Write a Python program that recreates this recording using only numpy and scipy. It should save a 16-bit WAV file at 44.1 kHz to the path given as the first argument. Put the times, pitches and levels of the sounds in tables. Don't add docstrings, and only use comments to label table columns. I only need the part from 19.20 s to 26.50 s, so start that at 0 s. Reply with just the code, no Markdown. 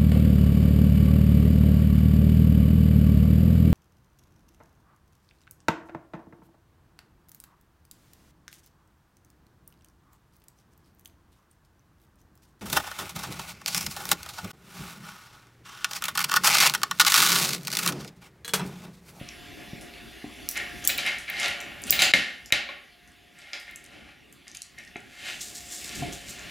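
import sys
import numpy as np
from scipy import signal
from scipy.io import wavfile
from scipy.ndimage import uniform_filter1d

SR = 44100
rng = np.random.default_rng(int(sys.argv[2]) if len(sys.argv) > 2 else 0)


def persist_wave(psi):
    counts = np.round(np.clip(psi, -1, 1) * 32767).astype(np.int16)
    wavfile.write(sys.argv[1], SR, np.atleast_2d(counts).T)


N = 321930

# t/s, rumble/relative dB, hiss/relative dB
BACKGROUND = [(0.0, -50, -46.5), (0.45, -44.5, -46), (1.0, -50, -47), (1.75, -42.5, -40),
              (2.0, -51.5, -46.5), (2.85, -45, -47), (2.95, -39, -65), (3.11, -53, -53),
              (3.41, -59.5, -53.5), (3.85, -57.5, -57), (4.4, -61.5, -55.5), (4.8, -52.5, -57.5),
              (4.95, -57.5, -58.5), (5.5, -60, -56), (6.1, -52.5, -54), (6.45, -51.5, -48.5),
              (6.73, -46, -44), (6.88, -36, -43.5), (7.03, -48.5, -49.5), (7.3, -44.5, -45)]
# f/Hz, density/relative dB
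RUMBLE_SHAPE = [(15, -47.5), (25, -4.5), (55, -3), (107, -8), (217, -3.5), (345, -3), (487, -7.5),
                (719, -16), (900, -18.5), (1170, -65), (1980, -120)]
# f/Hz, density/relative dB
HISS_SHAPE = [(260, -33), (450, -21), (658, -19), (718, -10.5), (991, -12), (1430, -8), (1540, -3.5),
              (1800, -3.5), (2840, -4), (3240, -8), (8250, -22), (11400, -18.5), (14800, -31)]
# f/Hz, likeness/0-1
LIKENESS = [(60, 0.65), (150, 0.82), (380, 0.08), (950, 0.89), (2380, 1), (5980, 1), (15000, 0.99)]
# f/Hz, width/Hz, level/dB against the hiss setting
TONES = [(60, 7.2, -15.5), (710, 4.5, -14), (3470, 44, -16.5)]
# t/s, blow/relative dB, f/Hz, t60/s (10 ms at least), overtones/dB
TABLE_BUMPS = [(.013, -22.5, 180, 0.015, -4), (.532, -21, 202, 0.024, -17),
               (1.042, -22.5, 272, 0.043, -12.5), (2.937, -29, 192.2, 0.23, -0.5),
               (3.3245, -24, 60, 0.0078, 1.5), (3.489, -48.5, 402, 0.044, 14.5),
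               (5.7585, -29, 262, 0.027, -1), (6.818, -28, 140.7, 0.13, -18),
               (6.822, -25.5, 265.4, 0.09, -5), (6.823, -29, 701, 0.11, -15), (6.93, -40, 60, .15, -25)]
# f/Hz, t60/s
ROOM_DECAY = [(60, 0.2), (200, 0.62), (530, 0.52), (1390, 0.49), (3680, 0.49), (9700, 0.24)]
# f/Hz, level/dB
ROOM_WIDTH = [(200, -9), (500, -6), (1200, -9), (2500, -11), (5000, -19.5), (9000, -8.5), (14000, -25.5)]
# t/s, peak/dB, centre f/Hz, room send/dB
METAL_TICKS = [(0.088, -27.5, 5060, -7), (0.6105, -35, 7600, 5), (1.2886, -9, 8060, -4.5),
               (1.3124, -20, 9100, -4.5), (1.371, -23, 7000, -5), (1.3762, -22.5, 7400, -12),
               (1.6415, -22.5, 7000, 4.5), (1.6506, -14.5, 9500, -7), (1.6745, 0.5, 7760, -5),
               (1.681, -8.5, 11000, -18), (1.7785, -15, 11300, -20), (1.864, -22.5, 8950, -15),
               (1.9844, -30.5, 7500, 3.5), (2.1, -23, 13400, -13), (2.192, -23, 4850, 4),
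               (2.1987, -20.5, 7600, 0), (2.2134, -29, 4740, -12), (2.231, -19, 5240, 0),
               (2.258, -17, 4960, -10), (2.4036, -28, 6460, -1), (2.412, -31.5, 9500, -10),
               (2.6192, -30, 9900, 0), (2.6376, -21.5, 7040, -5), (2.669, -27, 8560, 3),
               (2.6976, -16, 5060, 1.5), (2.7067, 1.5, 13100, -6), (2.82, -3, 3800, 2),
               (3.2593, -29.5, 7400, -0.5), (3.323, -9.5, 6000, -28), (3.8757, -45.5, 7450, 1.5),
               (3.9185, -48, 7700, -11.5), (4.1876, -40.5, 7270, 0), (4.2178, -39, 4500, -8),
               (4.3324, -21, 4460, -1.5), (4.3994, -36.5, 8440, 2), (4.511, -40, 10300, -7),
               (4.559, -27.5, 8000, -6), (4.641, -36.5, 8100, -3), (4.651, -38, 4750, -10),
               (4.662, -38, 6800, -16), (5.126, -35.5, 9000, -4), (5.28, -30.5, 6270, -4),
               (5.2982, -39, 5600, -9), (5.315, -34, 5960, -7), (5.349, -29, 6750, -3),
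               (5.37, -25, 6740, -15), (5.419, -22, 6700, -7), (5.428, -31, 7300, -6),
               (5.466, -42, 6800, -10), (5.586, -32.5, 6500, -4), (5.6371, -44, 6300, -9),
               (5.6496, -39, 6500, -7), (5.676, -39, 5450, -2), (5.7668, -36, 6800, -5),
               (5.804, -43, 6500, -13), (6.2068, -29, 4800, -7), (6.213, -30, 4800, -5),
               (6.3612, -30, 5200, -17), (6.5226, -24.5, 7500, -5), (6.645, -29, 4850, -10),
               (6.6925, -28.5, 5240, -12), (6.7545, -42, 6630, -7), (6.9262, -28, 6350, -17),
               (7.0853, -34, 4800, -5), (7.193, -28, 6300, -1)]
# f/Hz, width/Hz, level/relative dB
STEEL_MODES = [(4800, 350, -6), (5400, 450, -8), (7080, 500, 0), (7550, 400, -3), (9550, 350, -4),
               (10700, 500, -6), (13720, 300, 3), (15150, 200, -1)]
# t/s, peak/dB, tilt above 2 kHz/dB per octave, hollow/dB, room send/dB
BEAD_KNOCKS = [(0.7377, -33.5, 2.5, -8, 2), (1.3564, -23, 0, 11, 9.5), (1.6932, -15.5, 3, -5, 3),
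               (1.7, -14.5, 4, -7, 0.5), (1.7828, -14, 4, -19, 7.5), (1.79, -18, 3, -10, -1),
               (1.8629, -16.5, -0.5, -6, 7.5), (2.0798, -26, -3.5, 3, 8), (2.0996, -21.5, -8, -6, 1),
               (2.1675, -25, 2, 0, 2), (2.2564, -24, -20, 5, 10), (2.2822, -19, 10.5, -20, 0),
               (2.7263, -9.5, 5.5, 0, 6.5), (2.7915, -7.5, 4.5, -9, 10.5), (2.821, -8, 5, -8, -4),
               (2.9372, 1.5, 1.5, 9, 1.5), (3.3054, -29, -18, -9, 10), (3.3239, -2.5, 1, 1.5, 4),
               (3.4894, -23.5, -7.5, -5, 6.5), (4.3326, -22.5, -2.5, 0.5, -4.5), (5.3477, -33, 11, -1, 6),
               (5.5807, -38, 6, 9, 8), (5.7578, -23.5, -13, -3, -2)]
# f/Hz, level/dB
CONTACT_COLOUR = [(88, -31), (150, -10), (494, -10.5), (566, -8), (854, -3), (941, -12.5), (2140, -0.5),
                  (2310, 3), (11300, -19.5), (14800, -33), (16000, -52.5)]
# f/Hz, width/Hz, weight/relative dB
BEAD_MODES = [(572, 36, 9), (740, 45, -3), (1453, 200, 7.5), (2540, 44, -5), (2757, 71, 0.5),
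              (3050, 170, -1.5), (3870, 290, -7.5), (4640, 69, 0.5)]
# f/Hz, width/Hz, weight/relative dB
HOLLOW_MODES = [(1820, 140, 4), (2130, 55, 3)]
# f/Hz, width/Hz, weight/relative dB
WALL_MODES = [(2330, 330, 10), (3980, 420, 11)]
# peak t/s, pressure/relative dB, rise/s, fall/s, treble/(1.92 dB), hollow/dB
DRAG_STROKES = [(1.366, -28.5, 0.022, 0.11, -1.5, 11.5), (1.65, -38.5, 0.054, 0.11, 1, -11),
                (1.698, -30, .008, 0.052, 3.5, 7), (1.79, -31.5, 0.012, 0.06, 2, 3),
                (1.87, -23.5, 0.05, 0.1, -1, 6.5), (2.082, -45.5, 0.0037, 0.32, 1.5, 20),
                (2.25, -21, 0.13, 0.12, -0.9, 0), (2.4, -36, 0.091, 0.71, -15, -24),
                (2.68, -35.5, 0.039, 0.14, 1, -15), (2.73, -27, .008, 0.15, 1, 2),
                (2.827, -15.5, .035, 0.082, 0.5, -1), (2.94, -23, 0.0047, 0.016, -0.7, -22),
                (2.96, -34.5, .02, 0.18, 3.5, 14), (4.19, -45, 0.038, 0.38, -1.5, 0.5),
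                (4.301, -48.5, 0.11, .02, -2.5, 5), (4.339, -33, 0.015, 0.079, -2, 7),
                (4.48, -45.5, 0.021, 0.12, -2.5, 14.5), (4.74, -44, 0.18, 0.24, -3, -13),
                (4.9, -46.5, 0.16, 0.069, -4, -17), (5.27, -51, .004, 0.085, 1.2, 11),
                (5.351, -49.5, 0.0067, 0.052, 4.5, -17), (5.583, -44.5, 0.013, 0.099, -6, 14),
                (5.76, -36, .002, 0.018, -20, -14), (6.088, -33.5, 0.16, 0.13, 1.5, 2.5),
                (6.52, -48, 0.26, 0.15, -21, 4), (6.7, -41, .06, 0.6, 1.5, -14),
                (6.83, -52, 0.26, 0.18, 2, 2.2), (7.3, -40, 0.37, .2, -0.8, -2.2)]
# peak t/s, level/relative dB, rise/s, fall/s
STRAND_SHAKES = [(6.11, -44, 0.21, 0.42), (6.211, -32.5, 0.0091, 0.08), (6.28, -49.5, .05, 0.33),
                 (6.356, -40.5, 0.017, 0.16), (6.53, -35, 0.06, 0.21), (6.644, -43.5, 0.013, 0.31),
                 (6.756, -40, .012, 0.11), (6.932, -35.5, 0.013, 0.021), (6.95, -48, .02, 0.29),
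                 (7.096, -36.5, .026, 0.043), (7.13, -51, 0.043, .23)]
# f/Hz, level/relative dB
JINGLE_COLOUR = [(2060, -30.5), (3500, -2.5), (6090, 1), (7560, 4.5), (8630, 0.5), (11300, -9.5),
                 (14200, -8), (15600, -21), (16000, -26)]
# f/Hz, width/Hz, gain/dB
COLOUR_NOTCHES = [(483.6, 62, -9), (932, 69, -7.5), (1297, 41, -8.5), (1532, 45, -16), (2005, 13, -6),
                  (2455, 78, -5), (3800, 300, 0), (8350, 640, -3)]
# start/s, end/s, gain/dB
LEVEL_DIPS = [(2.92, 2.9365, -16), (3.307, 3.323, -11)]

EDGE_HZ = 16500
SWELL_DB = 20
CONTROL_STEP = 32
BREADTH_OCT_AT_0DB, BREADTH_OCT_PER_DB, BREADTH_MIN_OCT = 1.15, 0.04, 0.49
RING_SHARE_AT_0DB, RING_SHARE_PER_DB = 0.59, 0.1


def gain_of(db):
    return 10 ** (np.asarray(db) / 20)


def evened(x):
    return x / np.sqrt(np.mean(x ** 2) + 1e-20)


def read(points, hz):
    f_hz, value = np.transpose(points)
    return np.interp(np.log(hz + 1), np.log(f_hz + 1), value)


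def add(mix, s, sound):
    part = mix[round(s * SR):][:len(sound)]
    part += sound[:len(part)]


def causal(db, size=4096):
    log_gain = np.log(gain_of(np.maximum(np.r_[db, db[-2:0:-1]], -100)))
    spectrum = np.exp(np.conj(signal.hilbert(log_gain)))
    return np.fft.ifft(spectrum).real[:size // 2]


def filled(gain):
    return np.interp(np.arange(N) / CONTROL_STEP, np.arange(len(gain)), gain)


def swell(s, db, rise_s, fall_s):
    t = np.arange(N // CONTROL_STEP + 2) * CONTROL_STEP / SR - s
    away = np.where(t < 0, -t / max(rise_s, .002), t / max(fall_s, .002))
    return gain_of(db - SWELL_DB * away)


def grains(per_s, spread_db):
    size = gain_of(spread_db * np.minimum(rng.exponential(1, N), 4))
    return rng.standard_normal(N) * (rng.random(N) < per_s / SR) * size


def lifted(modes, hz, db):
    peaks = sum(gain_of(d) / (1 + (2 * (hz - f) / abs(w)) ** 2) for f, w, d in modes)
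    return 20 * np.log10(1 + gain_of(db) * peaks)


def air():
    hop, window = 256, 1024
    frames, hz = N // hop + 5, np.fft.rfftfreq(window, 1 / SR)
    a, b, c, d, patches = rng.standard_normal((frames, 513, 5)).T
    patches = uniform_filter1d(uniform_filter1d(patches, 10, 0), 12, 1)
    patch_gain = gain_of(2.38 * evened(patches))
    s, rumble_db, hiss_db = np.transpose(BACKGROUND)
    t = np.arange(frames) * hop / SR
    low, high = gain_of(read(RUMBLE_SHAPE, hz)), gain_of(read(HISS_SHAPE, hz))
    rumble = np.outer(low / np.linalg.norm(low), gain_of(np.interp(t, s, rumble_db)))
    hiss = np.outer(high / np.linalg.norm(high), gain_of(np.interp(t, s, hiss_db)))
    same = np.clip(read(LIKENESS, hz), -1, 1)[:, None]
    left = a + 1j * b
    right = same * left + np.sqrt(1 - same ** 2) * (c + 1j * d)
    spectra = np.array([left, right]) * np.hypot(rumble, hiss) * patch_gain
    wash = signal.istft(spectra, nperseg=window, noverlap=window - hop)[1][:, :N]
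    return wash + whines(np.interp(np.arange(N) / SR, s, hiss_db))


def whines(level_db):
    out, t = np.zeros(N), np.arange(N) / SR
    for hz, width_hz, db in TONES:
        noise = rng.standard_normal((N // CONTROL_STEP + 2, 2)) @ [1, 1j]
        pole = np.exp(-np.pi * abs(width_hz) * CONTROL_STEP / SR)
        waver = signal.lfilter([1], [1, -pole], noise)
        line = filled(waver / np.std(waver)) + 1.9
        out += gain_of(db) * evened((line * np.exp(2j * np.pi * hz * t)).real)
    return out * gain_of(level_db)


def bumps():
    out, t = np.zeros(N), np.arange(8000) / SR
    for s, db, hz, t60_s, over_db in TABLE_BUMPS:
        over = gain_of(over_db)
        partials = ((1, 0.93), (1.4, over), (2.7, over))
        push = sum(g * np.sin(2 * np.pi * hz * k * t) for k, g in partials)
        decay = gain_of(db - 60 * t / max(t60_s, .01))
        add(out, s, decay * push * (1 - np.exp(-t / 0.00077)))
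    return out


def room(x):
    taps = np.zeros((2, SR))
    at = np.arange(120, SR - 20, 20) + rng.integers(0, 20, (2, (SR - 121) // 20))
    np.put_along_axis(taps, at, rng.choice([-1., 1.], at.shape), 1)
    hz, t, z = signal.stft(taps, SR, nperseg=256)
    decay = gain_of(-60 * t / read(ROOM_DECAY, hz)[:, None])
    width = gain_of([0 * hz, read(ROOM_WIDTH, hz)])[:, :, None]
    mid, side = signal.istft(z * decay * width, SR, nperseg=256)[1]
    tail = np.array([mid + side, mid - side]) / np.linalg.norm(mid)
    return signal.fftconvolve(x[None], tail, axes=1)[:, :N]


def ticks(chatter_s=.0011):
    dry, wet = np.zeros(N), np.zeros(N)
    t, hz = np.arange(2000) / SR, np.fft.rfftfreq(512, 1 / SR)
    click_t = t[:500]
    chatter_env = np.exp(-click_t / chatter_s) * np.minimum(click_t / .0005, 1)
    luck = rng.standard_normal((len(METAL_TICKS), 500))
    for (s, db, centre_hz, room_db), chance in zip(METAL_TICKS, luck):
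        octaves = max(BREADTH_OCT_AT_0DB + BREADTH_OCT_PER_DB * db, BREADTH_MIN_OCT)

        def near_db(f):
            return -6 * (np.log2(f / centre_hz + 0.0013) / octaves) ** 2

        ring = sum(gain_of(d + near_db(f)) * np.exp(-np.pi * abs(w) * t) * np.sin(2 * np.pi * f * t)
                   for f, w, d in STEEL_MODES)
        ring *= np.minimum(t / .001, 1)
        click = np.convolve(causal(near_db(hz), size=512), chance * chatter_env)
        share = np.clip(RING_SHARE_AT_0DB + RING_SHARE_PER_DB * db, 0, 1)
        sound = share * ring / np.linalg.norm(ring)
        add(sound, 0, (1 - share) * click / np.linalg.norm(click))
        sound *= gain_of(db) / abs(sound).max()
        add(dry, s, sound)
        add(wet, s, gain_of(room_db) * sound)
    return dry, wet


def ceramic(tilt_db, hollow_db, clack_db=-60, modes_db=-2.0):
    hz = np.fft.rfftfreq(4096, 1 / SR)
    colour_db = read(CONTACT_COLOUR, hz) + lifted(BEAD_MODES, hz, modes_db)
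    colour_db += lifted(HOLLOW_MODES, hz, hollow_db) + lifted(WALL_MODES, hz, clack_db)
    return causal(colour_db + tilt_db * np.log2(np.maximum(hz / 2000, 1)))


def knocks():
    dry, wet, t = np.zeros(N), np.zeros(N), np.arange(600) / SR
    luck = rng.standard_normal((len(BEAD_KNOCKS), 600))
    for (s, db, tilt_db, hollow_db, room_db), rattle in zip(BEAD_KNOCKS, luck):
        blow = (t == 0) + .08 * rattle * np.exp(-t / .002)
        sound = np.convolve(ceramic(tilt_db, hollow_db, 0), blow)
        sound[:30] *= np.linspace(.3, 1, num=30)
        spread = ceramic(tilt_db, hollow_db, clack_db=-18.0)
        add(dry, s, sound * gain_of(db) / abs(sound).max())
        add(wet, s, spread * gain_of(db + room_db) / abs(spread).max())
    return dry, wet


def drag():
    slips = grains(per_s=6000., spread_db=1.5)
    hard = signal.oaconvolve(slips, ceramic(0, -40))[:N]
    hollow = signal.oaconvolve(slips, ceramic(0, 0))[:N] - hard
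    body = signal.sosfilt(signal.butter(2, 2700., fs=SR, output="sos"), hard)
    treble = hard - body
    level = bright = ring = 0
    for *stroke, tilt_db, hollow_db in DRAG_STROKES:
        pressure = swell(*stroke)
        level = level + pressure
        bright = bright + pressure * gain_of(1.92 * tilt_db)
        ring = ring + pressure * gain_of(hollow_db)
    rub = filled(level) * body + filled(bright) * treble + filled(ring) * hollow
    return rub / np.sqrt(np.mean(body ** 2))


def rustle():
    colour = causal(read(JINGLE_COLOUR, np.fft.rfftfreq(512, 1 / SR)), size=512)
    shower = signal.oaconvolve(grains(per_s=6000., spread_db=-2.0), colour)[:N]
    return evened(shower) * filled(sum(swell(*shake) for shake in STRAND_SHAKES))


def scene():
    tick, tick_wet = ticks()
    knock, knock_wet = knocks()
    bump, rub, jingle = bumps(), drag(), rustle()
    near = tick + knock + bump + gain_of(-7.5) * rub + gain_of(-2) * jingle
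    send = tick_wet + knock_wet + gain_of(-7.0) * bump + gain_of(-12.0) * rub + gain_of(-10.5) * jingle
    return near + room(send) + air()


def record(dry):
    hz, t = np.fft.rfftfreq(4096, 1 / SR), np.arange(N) / SR
    colour = causal(sum(db / (1 + (2 * (hz - f) / abs(w)) ** 2) for f, w, db in COLOUR_NOTCHES))
    heard = signal.oaconvolve(dry, colour[None])[:, :N]
    heard = signal.sosfilt(signal.butter(3, 36., "high", fs=SR, output="sos"), heard)
    dip_db = sum(db * ((t > start) & (t < end)) for start, end, db in LEVEL_DIPS)
    heard = heard * gain_of(uniform_filter1d(dip_db, size=40))
    heard = np.clip(heard, -.92, .92)
    band = signal.firwin(511, EDGE_HZ, window=("kaiser", 9), fs=SR)
    return signal.oaconvolve(heard, band[None], "same")


dry = scene()
out = record(dry)
persist_wave(out)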